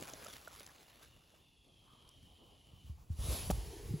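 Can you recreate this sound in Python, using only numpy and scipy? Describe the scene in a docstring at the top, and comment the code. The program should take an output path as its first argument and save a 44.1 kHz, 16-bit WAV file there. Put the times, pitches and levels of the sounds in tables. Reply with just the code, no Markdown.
"""A reared snake in tall grass, close to a hand-held camera, with the soft rush of the grass behind.
First the camera pushes through stalks: patchy noise, crackle, band-passed snaps and ringing taps.
Then a long thin hiss swells, breath noise through gliding resonances. Wind rumble and sagging sine puffs
gather on the microphone. The snake spits a loud noise burst through its sinking mouth resonance,
drops with a slap of noise and two low tones, and slides off in scale noise and a low drag."""
import sys
import numpy as np
from scipy import signal
from scipy.fft import rfft, irfft, next_fast_len
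from scipy.io import wavfile
from scipy.ndimage import uniform_filter1d, map_coordinates

SR = 44100
rng = np.random.default_rng(int(sys.argv[2]) if len(sys.argv) > 2 else 0)


def generate_wav(signal):
    """Clip the signal to [-1, 1] and save it as 16-bit WAV at the path in sys.argv[1]."""
    frames = np.transpose(np.atleast_2d(signal))
    scaled = np.clip(frames, -1, 1) * 32767
    pcm = np.round(scaled).astype(np.int16)
    wavfile.write(sys.argv[1], SR, pcm)


N = 176400
T = np.arange(N) / SR  # seconds


def amp(db):
    """dB to gain."""
    return 10 ** (np.asarray(db) / 20)


def along(points, hz):
    """Read (Hz, value) points on a log frequency axis."""
    f, v = np.transpose(points)
    return np.interp(np.log(hz + 1), np.log(f + 1), v)


def curve(rows, t=T):
    """One straight-line curve per column after the time."""
    s, *cols = np.transpose(rows)
    return [np.interp(t, s, c) for c in cols]


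def wobble(rate):
    """Smooth random curve with this many knots a second."""
    return map_coordinates(rng.standard_normal(int(4 * rate) + 5), [T * rate])


def add(out, s, sound):
    """Mix a sound in at time s."""
    i = round(s * SR)
    out[i:i + len(sound)] += sound[:N - i]


# Stereo width of the noises. Each row: frequency in Hz, side level in dB under the middle.
SIDE_WIDTH = [(60, -15.5), (700, -6), (1400, -1.5), (2200, -13), (3500, -33), (4500, -62)]


def coloured(x, gain, patchy_db):
    """Shape mid and side by gain(Hz, s), with random patches in time and frequency."""
    hz, t, z = signal.stft(x, SR, nperseg=1024)
    patches = rng.standard_normal(z.shape[1:])
    patches = uniform_filter1d(patches, size=10, axis=0)
    patches = uniform_filter1d(patches, size=6, axis=1)
    z = z * gain(hz[:, None], t) * amp(patchy_db * patches / patches.std())
    z[1] *= amp(along(SIDE_WIDTH, hz))[:, None]
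    return signal.istft(z, SR, nperseg=1024)[1][:, :N]


def rush(tone, level_db, patchy_db, grit=0):
    """Noise of a given colour; the level is that of a 3.5 kHz wide band at 0 dB of the colour."""
    noise = rng.standard_normal((2, N)) + grit
    shaped = coloured(noise, lambda hz, t: amp(along(tone, hz)), patchy_db)
    return shaped * np.sqrt(SR / 2 / 3500) * amp(level_db)


def crackle(per_s, db, spread_db):
    """Short noise scrapes of random size; a wobbling rate around per_s makes clumps."""
    hit = rng.random(N) < per_s / SR * amp(4 * wobble(20))
    size = hit * amp(db + spread_db * np.minimum(rng.exponential(size=N), 2.2))
    decay = 4 * np.exp(-T[:200] / 0.0011)
    return np.convolve(size, decay)[:N] * rng.standard_normal((2, N))


def snake():
    """The snake's voice and body; the burst, slide and slap keep a narrow side, as it stands in the middle."""
    near = spit() + slide() + slap()
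    near_side_db = -10.5
    breath = hiss(HISS) + hiss(LOW_HISS) + hiss(DEEP_HISS)
    return breath + near * amp([[0], [near_side_db]])


# Indrawn hiss through the windpipe, its second band, and a short deeper band.
# Each row: time in seconds, resonance in Hz, level in dB.
HISS = [(1.15, 3560, -81), (1.45, 3440, -79), (1.8, 3190, -74), (2.1, 3070, -70), (2.88, 2936, -73.5),
        (2.98, 3020, -99)]
LOW_HISS = [(.6, 2780, -88), (.9, 2850, -76), (1.45, 2770, -77.5), (2.05, 2460, -90)]
DEEP_HISS = [(1.8, 1160, -99), (1.88, 1050, -74), (2.1, 1110, -81.5), (2.2, 1130, -99)]
HISS_WIDTH_HZ, HISS_SKIRT_DB = 460, -10.5


def hiss(rows, width_hz=HISS_WIDTH_HZ):
    """Breath noise through one gliding resonance, cut sharply below and trailing off above."""
    def gain(hz, t):
        centre, db = curve(rows, t)
        off = (hz - centre) / (width_hz / 2)
        peak = 1 / (1 + off ** 4) ** 1.63
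        skirt = amp(HISS_SKIRT_DB) * (off > 0) / (1 + (off / 4.1) ** 4)
        return amp(db) * (peak + skirt) * np.sqrt(SR / 2 / width_hz)
    return coloured(rng.standard_normal((2, N)), gain, patchy_db=1.4)


# The spat burst. Each row: time in seconds, level at 4.5-8 kHz in dB.
SPIT = [(3.04, -120), (3.15, -80), (3.2, -62), (3.26, -55), (3.33, -50.5), (3.4, -54.5), (3.45, -56.5),
        (3.56, -63.5), (3.7, -110)]
# Its colour. Each row: frequency in Hz, gain in dB.
SPIT_TONE = [(200, 7), (500, 7.5), (1100, 3.5), (1600, -6), (2400, -0.5), (3600, 1.5), (5500, 0),
             (8000, -1), (9500, 10.5), (11000, 3), (15500, -9)]
# The sinking mouth resonance. Each row: time in seconds, resonance in Hz, level in dB.
SPIT_MOUTH = [(3.12, 5800, -125), (3.22, 5400, -64), (3.37, 3900, -57), (3.47, 4370, -63),
              (3.6, 4400, -125)]


def spit():
    """A burst of turbulent air, plus a broad mouth resonance gliding through it."""
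    return rush(SPIT_TONE, curve(SPIT)[0], patchy_db=2.0) + hiss(SPIT_MOUTH, width_hz=2200)


# Colour of the slap on the grass. Each row: frequency in Hz, gain in dB.
SLAP_TONE = [(150, 7.5), (700, 18), (2000, -4.5), (4400, 3), (10000, 1.5), (15500, 1)]
SLAP_S, SLAP_DB = 3.5015, -47
SLAP_RISE_S, SLAP_LENGTH_S, SLAP_T60_S = 0.0054, .012, .012  # the decay follows the length
THUD_HZ, THUD_DB, THUD_T60_S = 338, -16.5, 0.013  # before rectifying, which doubles the pitch
BODY_HZ, BODY_DB, BODY_T60_S = 185, -29, 0.074


def slap():
    """The body hits the ground: noise as the grass flattens, a rectified thud and a low body tone."""
    t = T - SLAP_S
    rise = np.clip(t / SLAP_RISE_S, 0, 1)
    fall = amp(-60 * np.clip(t - SLAP_LENGTH_S, 0, 1) / SLAP_T60_S)
    sound = rush(SLAP_TONE, SLAP_DB, patchy_db=-1) * rise * fall
    thud = amp(THUD_DB - 60 * np.abs(t) / THUD_T60_S) * np.abs(np.sin(2 * np.pi * THUD_HZ * t))
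    body = amp(BODY_DB - 60 * np.abs(t) / BODY_T60_S) * np.sin(2 * np.pi * BODY_HZ * t)
    sound[0] += (t > 0) * (thud + body)
    return sound


# Scales over grass. Each row: time in seconds, level at 4.5-8 kHz in dB before the wobble.
SLIDE = [(3.3, -130), (3.5, -72.5), (3.6, -63.5), (3.78, -65), (4, -70)]
# The heavy body dragging on soil. Each row: time in seconds, level in dB.
DRAG = [(3.45, -120), (3.58, -44), (4, -40.5)]
# Colours of the two. Each row: frequency in Hz, gain in dB.
SLIDE_TONE = [(620, 4), (900, 9.5), (1200, -4.5), (1900, 1), (4400, 2.5), (8300, -1.5), (9500, 8.5),
              (15500, -13.5)]
DRAG_TONE = [(230, -24), (330, -0.5), (410, 1.5), (490, -7.5), (600, -38)]


def slide():
    """Scales rub over grass in unsteady bright noise while the body drags in a low band."""
    scales = rush(SLIDE_TONE, curve(SLIDE)[0] + wobble(30.57), patchy_db=2.0)
    return scales + rush(DRAG_TONE, curve(DRAG)[0], patchy_db=0.5)


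def stalks():
    """The camera pushes through stalks, which brush, snap in the middle and tap its body."""
    return brush() + snaps() * np.array([[1], [0]]) + taps() * np.array([[1], [-.3]])


# Brushing stalks. Each row: time in seconds, level at 4.5-8 kHz in dB before the crackle.
STALKS = [(0, -63), (.3, -63), (.44, -68), (.75, -72), (.98, -76.5), (1.03, -70), (1.15, -83.5),
          (1.4, -80.5), (1.6, -110)]
# Their colour. Each row: frequency in Hz, gain in dB.
STALK_TONE = [(100, 3), (600, 4), (1500, 2), (3000, 1), (8500, -4.5), (9700, -0.5), (15500, -8)]


def brush():
    """Stalks rub past: a rush of friction noise, roughened by clumps of scrapes."""
    scrapes = crackle(per_s=260, db=-11, spread_db=4)
    return rush(STALK_TONE, curve(STALKS)[0], patchy_db=2., grit=scrapes)


# Stalks snap. Each row: start in seconds, peak level in dB, band centre in Hz.
SNAPS = [(0.0104, -37, 7450), (0.08, -45, 6900), (0.0988, -39, 7000), (0.1356, -34, 4800),
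         (0.2464, -34.5, 7550), (0.2676, -40, 4800), (0.4733, -49, 3180), (0.48, -41.5, 7460),
         (0.5971, -39, 5800), (0.665, -39, 5660), (0.7826, -52, 2680), (2.0905, -44, 7600),
         (3.5016, -33.5, 1800)]
SNAP_T60_S = .005


def snaps():
    """Each breaking stalk is a very short band of noise."""
    hits, t = np.zeros(N), T[:3000]
    for s, db, hz in SNAPS:
        band = signal.butter(2, [hz * 0.72, min(hz * 1.52, 15000)], "band", fs=SR)
        shape = amp(-60 * t / SNAP_T60_S) * (1 - np.exp(-t / .0002))
        burst = signal.lfilter(*band, rng.standard_normal(len(t)) * shape)
        add(hits, s, amp(db) * burst / np.abs(burst).max())
    return hits


# Stalks tap the body. Each row: start in seconds, level in dB before the ring's own gain, pitch in Hz.
KNOCKS = [(0.021, -48, 400), (0.136, -45, 635), (0.262, -41.5, 1313), (0.475, -42, 1423),
          (0.509, -54.5, 1270), (0.607, -51.5, 592), (0.693, -57, 1680), (1.012, -57, 670),
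          (1.167, -61.5, 610), (1.34, -60, 640)]
KNOCK_T60_S = 0.02


def taps():
    """Each dull tap rings in two damped modes, with a fast random flutter of strength."""
    knocks, t = np.zeros(N), T[:3000]
    for s, db, hz in KNOCKS:
        low_mode = np.sin(2 * np.pi * hz * 0.453 * t + rng.uniform(0, 5.1))
        ring = np.sin(2 * np.pi * hz * t) + 0.62 * low_mode
        shape = amp(db - 60 * t / KNOCK_T60_S) * (1 - np.exp(-t / 0.0012))
        flutter = 2 + .5 * wobble(530)[:len(t)]
        add(knocks, s, shape * ring * flutter)
    return knocks


def wind():
    """Air moving over the microphone makes rumble and single thumps."""
    return rumble() + puffs()


# Wind rumble. Each row: time in seconds, level in dB before the wobble.
WIND = [(0, -59), (1, -66.5), (1.06, -56), (1.16, -57), (1.2, -68), (1.57, -67.5), (2.02, -62), (2.2, -54),
        (2.65, -61), (2.75, -49), (3.08, -52), (3.2, -37), (3.6, -39.5), (3.75, -48), (3.85, -41), (4, -40)]
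# Its colour. Each row: frequency in Hz, gain in dB.
WIND_TONE = [(20, -45), (35, 15), (60, 11.5), (100, 6), (180, -10.5), (300, -31)]


def rumble():
    """Turbulence as low noise with a lumpy level."""
    return rush(WIND_TONE, curve(WIND)[0] + 3 * wobble(24), patchy_db=1.5)


# Wind puffs. Each row: start in seconds, level in dB before rise and decay, settled pitch in Hz.
PUFFS = [(2.733, -44.5, 85), (2.844, -42, 65.4), (2.896, -32.5, 72.6), (3.101, -25.5, 77.7),
         (3.188, -28, 58.5), (3.24, -31.5, 71), (3.284, -23.5, 64), (3.322, -31.5, 86), (3.494, -24.5, 71),
         (3.523, -25, 59), (3.578, -26, 54), (3.676, -38, 67.4), (3.906, -28, 109), (3.936, -24, 148)]
PUFF_RISE_S, PUFF_CYCLES = 0.003, 13.7  # cycles to die by 60 dB
PUFF_LEAD_S, PUFF_SAG_S = 0.18 * 0.012, 0.0051  # their ratio is the share by which pitch starts high
PUFF_SKEW = .14  # a puff reaches one port a little before the other


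def puffs():
    """Each puff is a damped low sine whose pitch sags, with a quarter-cycle shifted copy in the side."""
    thumps, t = np.zeros(N, complex), T[:SR // 2]
    for s, db, hz in PUFFS:
        cycles = hz * (t + PUFF_LEAD_S * (1 - np.exp(-t / PUFF_SAG_S)))
        rise = 1 - np.exp(-(t / PUFF_RISE_S) ** 2)
        decay = amp(db - 60 * t * hz / PUFF_CYCLES)
        add(thumps, s, decay * rise * np.exp(2j * np.pi * cycles))
    return np.array([thumps.imag, PUFF_SKEW * thumps.real])


# Soft rush of the grass. Each row: time in seconds, level at 4.5-8 kHz in dB before crackle and wobble.
MEADOW = [(1.3, -80), (1.6, -81), (1.9, -77.5), (2.12, -77), (2.92, -78.5), (3.03, -89), (3.15, -76)]
# Its colour. Each row: frequency in Hz, gain in dB.
MEADOW_TONE = [(100, 18.5), (300, 12.5), (700, -5.5), (1500, -11), (2400, -0.5), (3000, 2.5), (4600, 0),
               (8000, -7.5), (9700, 2.5), (12000, -8), (15500, -21)]


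def meadow():
    """Grass rubs together: soft noise with sparse crackle and a slight wobble."""
    scrapes = crackle(per_s=87, db=-10.5, spread_db=3.1)
    return rush(MEADOW_TONE, curve(MEADOW)[0] + 0.23 * wobble(11), patchy_db=1.5, grit=scrapes)


# Dull low part of the grass. Each row: time in seconds, level at 0.5-1.3 kHz in dB before the wobble.
MURMUR = [(0, -59), (.25, -66.5), (.5, -79), (1.3, -79.5), (1.6, -81.5), (2.1, -73), (2.25, -80),
          (2.42, -71.5), (2.6, -78.5), (3.05, -73)]
# Its colour. Each row: frequency in Hz, gain in dB.
MURMUR_TONE = [(200, 7), (450, 8), (1150, 3), (1400, -9), (2000, -36)]


def murmur():
    """The grass's dull low noise, patchy and wobbling in level."""
    return rush(MURMUR_TONE, curve(MURMUR)[0] + 2.0 * wobble(19), patchy_db=3.0)


def scene():
    """All sources, from mid and side to left and right."""
    mid, side = snake() + stalks() + wind() + meadow() + murmur()
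    return np.array([mid + side, mid - side])


TURN_FROM_HZ, TURN_HZ = 7057, 4030  # above the first, channels turn one cycle apart per TURN_HZ, two at most
TURN_BEND = 0.25  # how far the phase ramp is bent into soft steps
LOW_CUT_HZ, TOP_HZ = 38, 15850


def record(dry):
    """Turns the treble phase between channels, thins the lows and stops at TOP_HZ."""
    m = next_fast_len(N + 8192)
    hz = np.fft.rfftfreq(m, 1 / SR)
    turn = np.pi * np.clip((hz - TURN_FROM_HZ) / TURN_HZ, 0, 2)
    turn = turn - TURN_BEND * np.sin(4 * turn) / 4
    phase = np.exp(1j * turn * np.array([[-1], [1]]))
    low_cut = (1j * hz / (1j * hz + LOW_CUT_HZ)) ** 2
    return irfft(rfft(dry, m) * phase * (hz < TOP_HZ) * low_cut, m)[:, :N]


dry = scene()
out = record(dry)
generate_wav(out)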